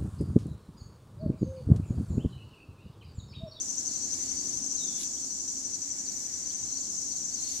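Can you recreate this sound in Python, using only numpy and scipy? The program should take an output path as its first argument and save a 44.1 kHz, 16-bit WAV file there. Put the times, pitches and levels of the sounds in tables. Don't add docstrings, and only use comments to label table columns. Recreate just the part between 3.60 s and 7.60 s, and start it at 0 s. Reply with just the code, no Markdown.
import sys
import numpy as np
from scipy import signal
from scipy.fft import rfft, irfft
from scipy.io import wavfile

SR = 44100
rng = np.random.default_rng(int(sys.argv[2]) if len(sys.argv) > 2 else 0)


def wrap_up_sound(samples):
    columns = np.atleast_2d(samples).T
    tamed = np.clip(columns, -1, 1)
    steps = np.round(tamed * 32767).astype(np.int16)
    wavfile.write(sys.argv[1], SR, steps)


N = 176400
T = np.arange(N) / SR
HZ = np.maximum(np.fft.rfftfreq(N, 1 / SR), 1)


def from_db(db):
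    return 10 ** (np.asarray(db) / 20)


def unit_rms(x):
    return x / np.sqrt(np.mean(x ** 2) + 1e-20)


def envelope(rows):
    return from_db(np.interp(T, *np.transpose(rows)))


def spectrum(rows):
    hz, *columns = np.transpose(rows)
    return np.array([np.interp(np.log(HZ), np.log(hz), column) for column in columns])


def pan(db):
    return unit_rms(from_db([[db / 2], [-db / 2]]))


def drift(rate_hz):
    return unit_rms(irfft(rfft(rng.standard_normal(N)) / (1 + (HZ / rate_hz) ** 4), N))


def flutter(rate_hz):
    return (drift(rate_hz) + 1j * drift(rate_hz)) / np.sqrt(2)


def stereo_noise(density_db, correlation=0):
    mid, side = rfft(rng.standard_normal((2, N)))
    ears = np.sqrt(1 + correlation) * mid + np.sqrt(1 - correlation) * side * [[1], [-1]]
    return irfft(from_db(density_db) * ears, N) * np.sqrt(SR) / 2


def add_note(out, start, length, pitches, db, pan_db, grain, roughness):
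    i = np.arange(max(int(start * SR), 0), min(int((start + length) * SR), N))
    progress = np.clip((i / SR - start) / length, 0, 1)
    hz = np.polyval(np.polyfit([0, .5, 1], pitches, 2), progress)
    carrier = np.exp(2j * np.pi * (np.cumsum(hz) / SR + rng.random()))
    tone = np.real(carrier * (np.sqrt(1 - roughness ** 2) + roughness * grain[i]))
    out[:, i] += pan(pan_db) * from_db(db) * np.sin(np.pi * progress) * tone * np.sqrt(2)


def foliage(sound, echo_db, t60_s=.28):
    t = T[:SR // 2]
    tails = rng.standard_normal((2, len(t))) * from_db(-60 * t / t60_s)
    tails /= np.sqrt(np.sum(tails ** 2, axis=1, keepdims=True))
    return sound + from_db(echo_db) * signal.fftconvolve(sound, tails, axes=1)[:, :N]


# f/Hz, left/dB, right/dB
CHORUS_SPECTRUM = [(2920, -110, -120), (3870, -91, -91), (4120, -82, -92), (4870, -78.5, -86.5),
                   (5660, -68.5, -85.5), (5860, -61.5, -77), (6360, -66.5, -69.5), (7090, -71.5, -66),
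                   (7260, -75, -75.5), (7810, -79.5, -70.5), (8520, -88, -81), (9100, -87.5, -87.5),
                   (9720, -104, -93.5), (12500, -100, -96.5), (14700, -108, -100)]
# t/s, gain/dB
CHORUS_SWELL = [(0, -1), (.7, -0.5), (1.4, 0), (2.2, -2), (3, -1.5), (4, -1)]


def insect_chorus():
    flicker_db = np.array([drift(50), drift(37)])
    return stereo_noise(spectrum(CHORUS_SPECTRUM)) * envelope(CHORUS_SWELL) * from_db(flicker_db)


# f/Hz, left/dB, right/dB, interaural correlation
AIR_SPECTRUM = [(15, -100, -100, .3), (30, -103, -84, .3), (59, -73.5, -87.5, 0.14), (97, -83.5, -72, 0.77),
                (114, -86, -87.5, 0.91), (168, -78, -77.5, 0.81), (274, -77.5, -77, 0.71),
                (383, -84.5, -81, 0.029), (506, -87.5, -91.5, 0.34), (660, -87.5, -89.5, 0.42),
                (1000, -90.5, -90, -0.29), (1530, -94.5, -99, 0.11), (2230, -95.5, -102, -0.28),
                (2780, -94.5, -106, 0.42), (3650, -90.5, -106, -0.43), (7000, -120, -120, -0.36)]
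# t/s, gain/dB
AIR_SWELL = [(0, 1), (.75, 1.5), (1.3, 1.5), (1.8, -1.5), (3, 0), (4, -1)]


def air_rumble():
    left_db, right_db, correlation = spectrum(AIR_SPECTRUM)
    return stereo_noise([left_db, right_db], correlation) * envelope(AIR_SWELL)


# harmonic number, level/dB before the swell
ENGINE_HARMONICS = [(1, -78), (3, -60), (4, -63), (6, -81), (8, -78.5), (10, -92), (12, -82)]
# t/s, gain/dB
ENGINE_SWELL = [(0, -3), (.8, 4), (1.4, 1.5), (2, 0.5), (3, -5.5), (4, -0.5)]


def engine(fundamental_hz=88.8, drone_hz=288, drone_db=-64):
    wandering_time = np.cumsum(1 + .002 * drift(1.37)) / SR
    partials = [(k * fundamental_hz, db) for k, db in ENGINE_HARMONICS] + [(drone_hz, drone_db)]
    hum = np.zeros(N)
    for hz, db in partials:
        fading = 1 + .28 * drift(9.7)
        hum += from_db(db) * fading * np.sin(2 * np.pi * (hz * wandering_time + rng.random()))
    return np.sqrt(2) * hum * envelope(ENGINE_SWELL) * pan(-1.5)


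# t/s, level/dB
BREEZE_LEVEL = [(0, -73.5), (.65, -63), (1.15, -74), (1.8, -74), (2.4, -63), (2.9, -64), (3.3, -71.5),
                (3.65, -68), (3.85, -63), (4, -89)]


def breeze(centre_hz=1920, half_width_octaves=.34):
    band_db = -10 * np.log10(1 + (np.log2(HZ / centre_hz) / half_width_octaves) ** 6)
    return unit_rms(stereo_noise(band_db)) * envelope(BREEZE_LEVEL) * pan(-2.5)


def trill(times, stroke_s, peak_hz, rise_hz, fall_hz, db, pan_db):
    out, grain = np.zeros((2, N)), flutter(rate_hz=175)
    for t in times:
        top_hz = rng.normal(peak_hz, 20.4)
        pitches = (top_hz - rise_hz, top_hz, top_hz - fall_hz)
        stroke_db = rng.normal(db, .63)
        add_note(out, t - stroke_s / 2, stroke_s, pitches, stroke_db, pan_db, grain, roughness=.38)
    return out


CRICKET_VOICES = {"lead": (29, 192, 457, -32, 27), "low": (38, 241, 235, -33.5, 16.5),
                  "high": (26, 254, 250, -46.5, 6), "right": (30, 284, 287, -41.5, -16)}
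# cricket, first stroke t/s, last stroke t/s, stroke count, peak f/Hz, gain/dB
NEAR_TRILLS = [("lead", .014, .541, 7, 6370, 0), ("lead", .631, 1.158, 7, 6360, .5),
               ("lead", 1.252, 1.356, 2, 6360, 0), ("lead", 2.870, 3.472, 8, 6250, -1),
               ("lead", 3.564, 3.922, 5, 6335, -1), ("low", .013, 1.375, 17, 6015, 0),
               ("low", 1.462, 1.977, 7, 6005, -2), ("low", 2.059, 2.312, 4, 5995, 0),
               ("low", 2.402, 2.909, 7, 5995, -2.5), ("low", 2.995, 3.958, 12, 6000, -3.5),
               ("high", .061, 1.959, 28, 7235, 0), ("high", 2.169, 3.932, 26, 7215, -1),
               ("right", .048, .896, 12, 7080, -1), ("right", 1.122, 2.548, 19, 7080, 0),
               ("right", 3.055, 3.97, 13, 7085, 1)]


def near_crickets():
    out = np.zeros((2, N))
    for name, first, last, strokes, hz, effort_db in NEAR_TRILLS:
        stroke_ms, rise_hz, fall_hz, db, pan_db = CRICKET_VOICES[name]
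        times = np.linspace(first, last, strokes)
        out += trill(times, stroke_ms / 1000, hz, rise_hz, fall_hz, db + effort_db, pan_db)
    return out


# start t/s, end t/s, peak f/Hz, stroke rate/Hz, relative level/dB, pan/dB
FAR_TRILLS = [(0, 4, 5830, 15, -50, 16), (0, 1.9, 8130, 13.4, -48, -20), (1.9, 4, 8000, 13, -51, -17),
              (2.2, 4, 7195, 21, -45, -18), (2.4, 3.3, 8510, 22, -54, -3)]


def far_crickets(gain_db=-3.5):
    out = np.zeros((2, N))
    for start, end, hz, rate, db, pan_db in FAR_TRILLS:
        times = np.arange(start + rng.random() / rate, end, 1 / rate)
        out += trill(times, .036, hz, rise_hz=150, fall_hz=150, db=db + gain_db, pan_db=pan_db)
    return out


# onset t/s, length/s, start, middle and end f/Hz, relative level/dB, pan/dB, roughness
SONG_NOTES = [(.12, .66, 4200, 4270, 4220, -61, 2, .95), (.33, .12, 4560, 4600, 4540, -58, 6, .7),
              (.43, .27, 4700, 4860, 4680, -59, 0, .6), (.65, .06, 4620, 4520, 4380, -57, 0, .4),
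              (.72, .14, 4520, 4630, 4600, -55.5, 0, .6), (.9, .06, 4600, 4560, 4500, -58, 0, .6),
              (1.15, .14, 4300, 3780, 3620, -55, 9, .88), (1.24, .2, 3540, 3500, 3530, -59, 11, .88),
              (3.03, .18, 4200, 4280, 4220, -59.5, 3, .95), (3.7, .08, 4300, 4600, 4950, -56, -6, .3),
              (3.74, .24, 4080, 4340, 4560, -53, -2, .75), (.56, .1, 2300, 2050, 1800, -68, -12, 1),
              (.69, .08, 1950, 2200, 2050, -70, -10, 1), (1.56, .04, 3000, 3400, 3800, -65, 12, .9),
              (2.89, .035, 2900, 3250, 3600, -64, 12, .9)]


def bird_whistles(gain_db=3):
    out, grain = np.zeros((2, N)), flutter(rate_hz=180)
    for t, length, *pitches, db, pan_db, roughness in SONG_NOTES:
        add_note(out, t, length, pitches, db + gain_db, pan_db, grain, roughness)
    return out


# centre t/s, level/dB
CHIP_CALLS = [(0.292, -51), (.342, -51.5), (1.701, -54), (2.093, -61), (2.147, -52.5), (2.467, -50),
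              (2.521, -51), (2.85, -51), (2.903, -51), (3.187, -50), (3.24, -52), (3.517, -49.5),
              (3.567, -50.5)]


def bird_chips(length_s=.03, pitches_hz=(4644, 4536, 3600)):
    out, grain = np.zeros((2, N)), flutter(rate_hz=180)
    for t, db in CHIP_CALLS:
        add_note(out, t - length_s / 2, length_s, pitches_hz, db, pan_db=0, grain=grain, roughness=.15)
    return out


# centre t/s, Gaussian width/s, level/dB, pan/dB
LEAF_BRUSHES = [(.54, 0.005, -48, -1), (.63, 0.081, -53.5, 2), (.9, 0.092, -57, 7),
                (1.415, 0.035, -45.5, 7), (3.95, .11, -47, -3.5)]
# t/s, relative level/dB
LEAF_TICKS = [(1.401, -28), (1.4075, -29), (1.415, -22), (1.4225, -27), (1.4293, -35), (1.433, -24)]
# f/Hz, relative level/dB
LEAF_SPECTRUM = [(800, -27), (2000, 2.5), (2700, 1.5), (4000, 9.5), (6000, 6), (9000, 8), (11000, 2.5),
                 (14500, -6)]


def leaves(tick_decay_s=.0007, ring_hz=3950, ring_s=.0005, tick_pan_db=6):
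    brush = sum(pan(pan_db) * from_db(db) * np.exp(-.5 * ((T - t) / width) ** 2)
                for t, width, db, pan_db in LEAF_BRUSHES)
    brush *= from_db(1.8 * drift(250))
    ticks, rings = np.zeros((2, N))
    for t, db in LEAF_TICKS:
        age = np.maximum(T - t, 0)
        ticks += from_db(db - 10) * (age > 0) * np.exp(-age / tick_decay_s)
        ring_shape = age / ring_s * np.exp(1 - age / ring_s)
        rings += from_db(db - 12.5) * ring_shape * np.sin(2 * np.pi * ring_hz * age)
    scrape = (brush + ticks * pan(tick_pan_db)) * rng.standard_normal((2, N))
    timbre = unit_rms(from_db(spectrum(LEAF_SPECTRUM)))
    return irfft(rfft(scrape) * timbre, N) + rings * pan(tick_pan_db)


# centre t/s, level/dB
WIND_PUFFS = [(.75, -54), (.98, -51), (2.87, -63), (3.06, -51), (3.58, -55.5)]


def wind_puffs(width_s=.034, low_hz=40, high_hz=110):
    swell = sum(from_db(db) * np.exp(-.5 * ((T - t) / width_s) ** 2) for t, db in WIND_PUFFS)
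    band_db = -10 * np.log10((1 + (HZ / high_hz) ** 4) * (1 + (low_hz / HZ) ** 4))
    return swell * unit_rms(stereo_noise(band_db, correlation=.39))


def slow_chirps(start_s=1.815, period_s=.437, length_s=.19, hz=7400):
    out, grain = np.zeros((2, N)), flutter(rate_hz=175)
    for t in np.arange(start_s, T[-1], period_s):
        add_note(out, t, length_s, [hz] * 3, db=-48, pan_db=-23, grain=grain, roughness=1)
    return out


def high_buzz(start_s=2.44, length_s=.34, hz=11780):
    out, grain = np.zeros((2, N)), flutter(rate_hz=230)
    add_note(out, start_s, length_s, [hz] * 3, db=-64, pan_db=-16, grain=grain, roughness=1)
    return out


def scene():
    background = insect_chorus() + air_rumble() + wind_puffs() + engine() + breeze() + leaves()
    crickets = foliage(near_crickets() + far_crickets() + slow_chirps(), echo_db=-15.5)
    birds = foliage(bird_whistles(), echo_db=.5) + foliage(bird_chips(), echo_db=-1)
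    return background + crickets + birds + high_buzz()


def record(dry):
    return signal.sosfilt(signal.ellip(10, .1, 80, 14500, fs=SR, output="sos"), dry)


dry = scene()
out = record(dry)
wrap_up_sound(out)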